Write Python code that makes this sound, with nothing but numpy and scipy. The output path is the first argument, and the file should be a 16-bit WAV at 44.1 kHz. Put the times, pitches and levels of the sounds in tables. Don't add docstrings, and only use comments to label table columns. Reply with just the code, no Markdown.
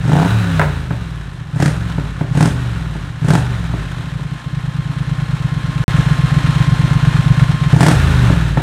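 import sys
import numpy as np
from scipy import signal
from scipy.fft import rfft, irfft, next_fast_len
from scipy.io import wavfile
from scipy.ndimage import uniform_filter1d

SR = 44100
rng = np.random.default_rng(int(sys.argv[2]) if len(sys.argv) > 2 else 0)


def to_linear_factor(level_db):
    exponent = np.asarray(level_db, float) / 20
    return 10 ** exponent


def generate_wav(sig):
    pcm = np.round(np.clip(np.atleast_2d(sig).T, -1, 1) * 32767).astype(np.int16)
    wavfile.write(sys.argv[1], SR, pcm)


N = 380141
T = np.arange(N) / SR

# silence_start_s, new_place_s, sound_returns_s
SCENE_CHANGE_S = (5.8405, 5.86, 5.8806)
# open_s, shut_s, pull (share of full)
TWISTS = [
    (-.085, .291, .948),
    (1.431, 1.791, .593),
    (2.22, 2.549, .684),
    (3.152, 3.3865, 1.042),
    (7.6, 8.007, .856),
]
# time_s, speed (four-stroke cycles/s)
IDLE = [(4.25, 9.51), (4.9, 9.08), (5.2, 9.34), (5.6, 8.17), (5.86, 8.96), (6.05, 8.08), (6.25, 7.66),
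        (6.55, 8.62), (6.9, 8.48), (7.4, 8.76), (7.65, 7.76)]
# first_s, last_s, charge (0-1), thump_db, rush_db
BLIPS = [
    (.0, 0.296, 0.98, -13, -46.5),
    (1.499, 1.711, 0.77, -12.5, -35),
    (2.274, 2.51, 0.69, -12, -35.5),
    (3.171, 3.406, 0.66, -13.5, -37),
    (7.691, 7.954, 0.74, -18, -37.5),
]
# time_s, gain_db
GAIN = [(0, 4.5), (.2, 1), (.6, 4), (.85, -0.1), (1.4, 2.8), (1.6, 2.5), (2.3, 5.5), (2.5, 2.5), (3.2, 6),
        (3.4, 3), (4.3, 10), (5.84, 17), (5.88, 22), (7.725, 20.5), (7.77, 10.5), (7.95, 9.5), (8.2, 11.5),
        (8.62, 11)]
# pitch_hz, width_hz, gain (signed)
SHOCK_MODES = [(152.1, 25.4, 0.8), (128, 24, 0.067), (59.3, 26, -0.023), (199, 58, -0.046),
               (269.4, 27, -0.15), (312, 15, 0.088), (400.4, 17.3, -0.064), (491.4, 28, 0.046),
               (563.4, 42, -0.081), (664, 86, 0.15), (865, 85, -0.18)]
# pitch_hz, width_hz, gain (signed)
SUCTION_MODES = [(54.7, 17.6, -0.6), (121.3, 15, 0.53), (148.7, 26, 0.4), (169.4, 35.7, -0.54),
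                 (262, 33.3, -0.11), (400.7, 28, 0.048), (540, 51, -0.049)]
# pitch_hz, width_hz, gain (signed)
PIPE_MODES = [(50.8, 21, -0.21), (237, 33, 0.098), (414, 90, 0.077)]
# delay_ms, gain (signed)
REFLECTIONS = [
    (0, 1),
    (9.9, -.82),
    (14.3, -.65),
    (33.3, .275),
]
# pitch_hz, level_db (per Hz)
RUSH = [(180, 0.5), (300, -7.5), (448, -10), (488, -9.5), (847, -9.5), (1110, -12), (1520, -8), (3080, -22),
        (8990, -26), (15100, -49.5), (16400, -55)]
# start_s, crack_db, thump_db (over crack), treble_db (over crack)
POPS = [
    (0.5957, 0.5, -18, -12),
    (0.6151, -3.5, -33, -16),
    (0.907, -14, 1, -31),
    (1.98, -19.5, 8.5, -21),
    (2.21, -16, 6, -35),
    (2.952, -31, 13.5, -13),
    (3.736, -19, 6, -23),
    (4.193, -29.5, 8, -23),
    (8.299, -15, 8, -24),
    (8.573, -8, 0, -36),
]
# pitch_hz, level_db (per Hz)
CRACK = [(200, -16), (400, 8.5), (900, 6), (1500, 5), (2500, -6), (4000, -37)]
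# place (share of the cycle), level_db (over the whirr)
VALVES = [(.18, 0), (.55, -5), (.7, -8), (.92, -7)]
# pitch_hz, level_db (per Hz)
CLATTER = [(180, 1.5), (300, -0.5), (400, -11.5), (876, -7), (1200, -6.5), (1420, -4.5), (1580, -6),
           (1760, -4.5), (2000, -11), (3000, -13), (4000, -15), (4500, -22.5), (8800, -28), (15100, -46.5),
           (16400, -68)]
# pitch_hz, level_db (per Hz)
CASING = [(900, -9), (1300, -4), (1500, 5.5), (1700, -24), (2100, -42), (2600, -10), (3300, -43),
          (3850, -5), (4200, -32)]
PUMP_ORDERS_DB = [0, -10.5, -10.5, -13, -23]

START_FAR, START_NEAR, START_SPEED = .303, .285, 21.072
SECOND_CYLINDER = 270 / 720
PULL, DRAG, FRICTION_PER_S = 97.317, 13.207, .349
TWIST_S, SHUT_S, MANIFOLD_S = .085, .05, .033
LEAVES_IDLE_S, CONTROL_HZ = 7.65, 1000

FILL_S, EMPTY_S, RUSH_TAIL_S = .13, 0.053, 0.032
IDLE_CHARGE, COAST_CHARGE, GOVERNOR_SPEED = 0.21, 0.033, 16
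IDLE_DB, IDLE_DB_PER_OCTAVE = -31.5, 11
COAST_DB, COAST_DB_PER_OCTAVE = -24, 12.5
CLATTER_DB, CLATTER_DB_PER_OCTAVE, CLATTER_LOAD_DB = -39, 6.5, 2
RUSH_DB, RUSH_DB_PER_OCTAVE = -50, 8
STUMBLE_S, STUMBLE_LENGTH_S, STUMBLE_DB = 4.4, 0.067, -26

SILENCER_HZ, SILENCER_WIDTH_HZ = 130.1, 43.2
WALL_MS, WALL_GAIN = 33.3, 0.12
CLOSING_SHARE = .25
CLOSING_GAIN, CLOSING_FROM_SPEED = 0.68, 16
BARK_LATE_S, BARK_DB = .002, -6.5

PUMP_HZ, PUMP_DB = 1060.3, -53.5
SHED_T60_S, SHED_DB = 0.36, -5.5


def curve(rows, column=1):
    rows = np.array(rows, float)
    return np.interp(T, rows[:, 0], rows[:, column])


def unit(x):
    return x / np.sqrt(np.mean(x ** 2))


def colour(x, spectrum, lo_hz=20, hi_hz=20000):
    size = next_fast_len(len(x))
    hz = np.arange(size // 2 + 1) * SR / size + 1
    points_hz, points_db = np.array(spectrum).T
    gain = to_linear_factor(np.interp(np.log(hz), np.log(points_hz), points_db))
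    band = (hz > lo_hz) & (hz < hi_hz)
    gain /= np.sqrt(np.sum(gain[band] ** 2) / len(hz))
    return irfft(rfft(x, size) * gain, size)[:len(x)]


def walk(rate_hz):
    size = int(SR / rate_hz)
    steps = np.repeat(rng.standard_normal(N // size + 1), size)
    return uniform_filter1d(uniform_filter1d(steps, size), size)[:N]


def through(x, response):
    return signal.fftconvolve(x, response)[:N]


def decay(t60_s):
    t = np.arange(int(t60_s * SR)) / SR
    return np.exp(-np.log(1000) * t / t60_s)


def lag(x, loss_per_s, start):
    return signal.lfilter([1 / CONTROL_HZ], [1, loss_per_s / CONTROL_HZ - 1], x, zi=[start])[0]


def crank_speed():
    t = np.arange(0, T[-1], 1 / CONTROL_HZ)
    grip = 0
    for open_s, shut_s, share in TWISTS:
        opening = np.clip((t - open_s) / TWIST_S, 0, 1)
        grip = grip + share * opening * np.clip((shut_s - t) / SHUT_S, 0, 1)
    push = PULL * lag(grip, 1 / MANIFOLD_S, 0) / MANIFOLD_S - DRAG
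    idle = np.interp(t, *np.array(IDLE).T)
    k = int(LEAVES_IDLE_S * CONTROL_HZ)
    before = lag(push[:k], FRICTION_PER_S, START_SPEED)
    after = lag(push[k:], FRICTION_PER_S, idle[k])
    return np.interp(T, t, np.maximum(np.r_[before, after], idle))


def engine_state(speed):
    octaves = np.log2(speed / 20)
    idling = np.clip((GOVERNOR_SPEED - speed) / 6.4, 0, 1)
    charge = COAST_CHARGE + (IDLE_CHARGE - COAST_CHARGE) * idling
    idle_db = IDLE_DB + IDLE_DB_PER_OCTAVE * np.log2(speed / 8.63)
    coast_db = COAST_DB + COAST_DB_PER_OCTAVE * octaves
    thump_db = idling * idle_db + (1 - idling) * coast_db
    thump_db += STUMBLE_DB * np.clip(1 - abs(T - STUMBLE_S) / STUMBLE_LENGTH_S, 0, 1)
    rush_db = RUSH_DB + RUSH_DB_PER_OCTAVE * octaves
    load = 0
    for first, last, full, blip_db, gas_db in BLIPS:
        fill = np.clip((T - first) / FILL_S, 0, 1)
        on = fill * np.clip((last - T) / EMPTY_S, 0, 1)
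        gas = fill * np.clip(1 + (last - T) / RUSH_TAIL_S, 0, 1)
        charge = charge + on * (full - charge)
        thump_db = thump_db + np.sqrt(on) * (blip_db - thump_db)
        rush_db = rush_db + gas * (gas_db - rush_db)
        load = load + gas
    clatter_db = CLATTER_DB + CLATTER_DB_PER_OCTAVE * octaves + CLATTER_LOAD_DB * load
    return charge, thump_db, clatter_db, rush_db


def strokes(crank, share, scatter_db):
    at = np.flatnonzero(np.diff(np.floor(crank - share)) == 1)
    out = np.zeros(N)
    out[at] = to_linear_factor(scatter_db * rng.standard_normal(400)[:len(at)])
    return out


def ringing(modes, t):
    return sum(g * np.exp(-np.pi * w * t) * np.sin(2 * np.pi * hz * t) for hz, w, g in modes)


def pipe():
    t = np.arange(int(.25 * SR)) / SR
    swell = 500 * t * np.exp(-np.pi * SILENCER_WIDTH_HZ * t)
    ring = swell * np.sin(2 * np.pi * SILENCER_HZ * t) + ringing(PIPE_MODES, t)
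    out = sum(g * np.pad(ring, (int(ms * SR / 1000), 0))[:len(t)] for ms, g in REFLECTIONS)
    return out / np.sqrt(np.sum(out ** 2) / SR)


def struck(modes):
    t = np.arange(int(.2 * SR)) / SR
    ring = ringing(modes, t) * (1 - np.exp(-t / .003))
    ring = ring + WALL_GAIN * np.pad(ring, (int(WALL_MS * SR / 1000), 0))[:len(t)]
    return ring / np.sqrt(np.sum(ring ** 2) / SR)


def exhaust(crank, speed, charge, thump_db, rush_db):
    opens = strokes(crank, 0, 0.43) + to_linear_factor(1.85) * strokes(crank, SECOND_CYLINDER, 1)
    burn = np.clip(charge / 0.26, 0, 1)
    shock = np.clip((charge - .2) / .5, 0, 1)
    size = to_linear_factor(thump_db) / np.sqrt(2 * speed)
    push = opens * size
    thump = through(push * burn * (1 - shock), pipe()) + through(push * shock, struck(SHOCK_MODES))

    shuts = strokes(crank, CLOSING_SHARE, 1) + strokes(crank, SECOND_CYLINDER + CLOSING_SHARE, 1)
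    push = push + shuts * size * CLOSING_GAIN * np.clip((speed - CLOSING_FROM_SPEED) / 11.7, 0, 1)
    suction = through(push * (1 - burn), struck(SUCTION_MODES))
    thump -= np.roll(suction, -int(0.0031 * SR))

    late = np.roll(opens, int(BARK_LATE_S * SR))
    gate = 0.41 + 1.8 * shock * through(late, decay(0.029))
    rush = colour(gate * rng.standard_normal(N), RUSH, 4730, 15000)
    return thump + (0.3 + 0.76 * shock) * to_linear_factor(rush_db) * rush


def bark(crank, speed, charge, thump_db):
    opens = strokes(crank, 0, 1.4) + strokes(crank, SECOND_CYLINDER, 0.85)
    late = np.roll(opens, int(BARK_LATE_S * SR))
    force = (speed / 21) ** 1.1 * np.clip((charge - .4) / .5, 0, 1)
    snap = through(late * force * to_linear_factor(thump_db + BARK_DB), decay(0.0067))
    return colour(snap * (1 + rng.standard_normal(N)),
                  [(200, -26), (450, -1), (800, 14.5), (1700, -4.5), (3000, -4), (8000, -26.5), (15000, -38)])


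def afterfire():
    thump, crack, tick = np.zeros((3, N))
    for s, db, low_db, high_db in POPS:
        k = int(s * SR)
        thump[k] = to_linear_factor(db + low_db - 18)
        crack[k] = to_linear_factor(db)
        tick[k] = to_linear_factor(db + high_db)
    tail = to_linear_factor(-7) * decay(0.12)
    tail[:int(.025 * SR)] += decay(.025) ** 1.47
    grit = colour(through(crack, tail) * rng.standard_normal(N), CRACK)
    snap = colour(through(tick, decay(0.0023)) * rng.standard_normal(N), RUSH, 3000, 10000)
    return through(thump, struck(SHOCK_MODES)) + to_linear_factor(-7) * grit + to_linear_factor(-5) * snap


def valve_gear(crank, speed, clatter_db):
    swell = 1
    for share, db in VALVES:
        swell = swell + through(strokes(crank, share, 1.5) * to_linear_factor(db), decay(0.07))
    ticks = (rng.random(N) < 600 / SR) * rng.standard_normal(N) * 3
    flicker = to_linear_factor(walk(40))
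    whirr = unit(swell * flicker * (rng.standard_normal(N) + ticks))
    ring = (speed / 30) ** 2.9 * to_linear_factor(-11.5) * colour(whirr, CASING, 900, 5700)
    return to_linear_factor(clatter_db - 0.36) * (colour(whirr, CLATTER, 580, 6000) + ring)


def fuel_pump():
    turn = 2 * np.pi * np.cumsum(PUMP_HZ * (1 + 0.000738 * walk(3))) / SR
    tone = sum(to_linear_factor(db) * np.sin((k + 1) * turn) for k, db in enumerate(PUMP_ORDERS_DB))
    return to_linear_factor(curve(GAIN) + PUMP_DB) * tone


def tin_walls(bike):
    walls = decay(SHED_T60_S) * rng.standard_normal(int(SHED_T60_S * SR))
    walls = np.pad(walls / np.sqrt(np.sum(walls ** 2)), (int(.02 * SR), 0))
    wet = colour(through(bike, walls), [(150, -19), (400, -8), (3000, -12.5), (12000, -8.5)])
    return to_linear_factor(SHED_DB) * wet


def scene():
    near = T >= SCENE_CHANGE_S[1]
    speed = crank_speed()
    turns = np.cumsum(speed) / SR
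    crank = np.where(near, turns - turns[np.argmax(near)] + START_NEAR, turns + START_FAR)
    charge, *levels = engine_state(speed)
    thump_db, clatter_db, rush_db = (db + curve(GAIN) for db in levels)
    bike = exhaust(crank, speed, charge, thump_db, rush_db)
    bike = bike + bark(crank, speed, charge, thump_db) + afterfire()
    metal = valve_gear(crank, speed, clatter_db) + fuel_pump()
    return (bike + tin_walls(bike) + metal)[None]


def band_limit(x):
    return signal.sosfilt(signal.butter(12, 16580, fs=SR, output="sos"), x)


def record(dry):
    gap = (T > SCENE_CHANGE_S[0]) & (T < SCENE_CHANGE_S[2])
    heard = colour(dry[0], [(25, -47), (40, -7.0), (55, -0.5), (20000, 1.5)])[None]
    clipped = np.clip(heard * ~gap, -1, 1)
    top = signal.ellip(8, .1, 60, 16300, fs=SR, output="sos")
    return band_limit(signal.sosfilt(top, clipped))


dry = scene()
out = record(dry)
generate_wav(out)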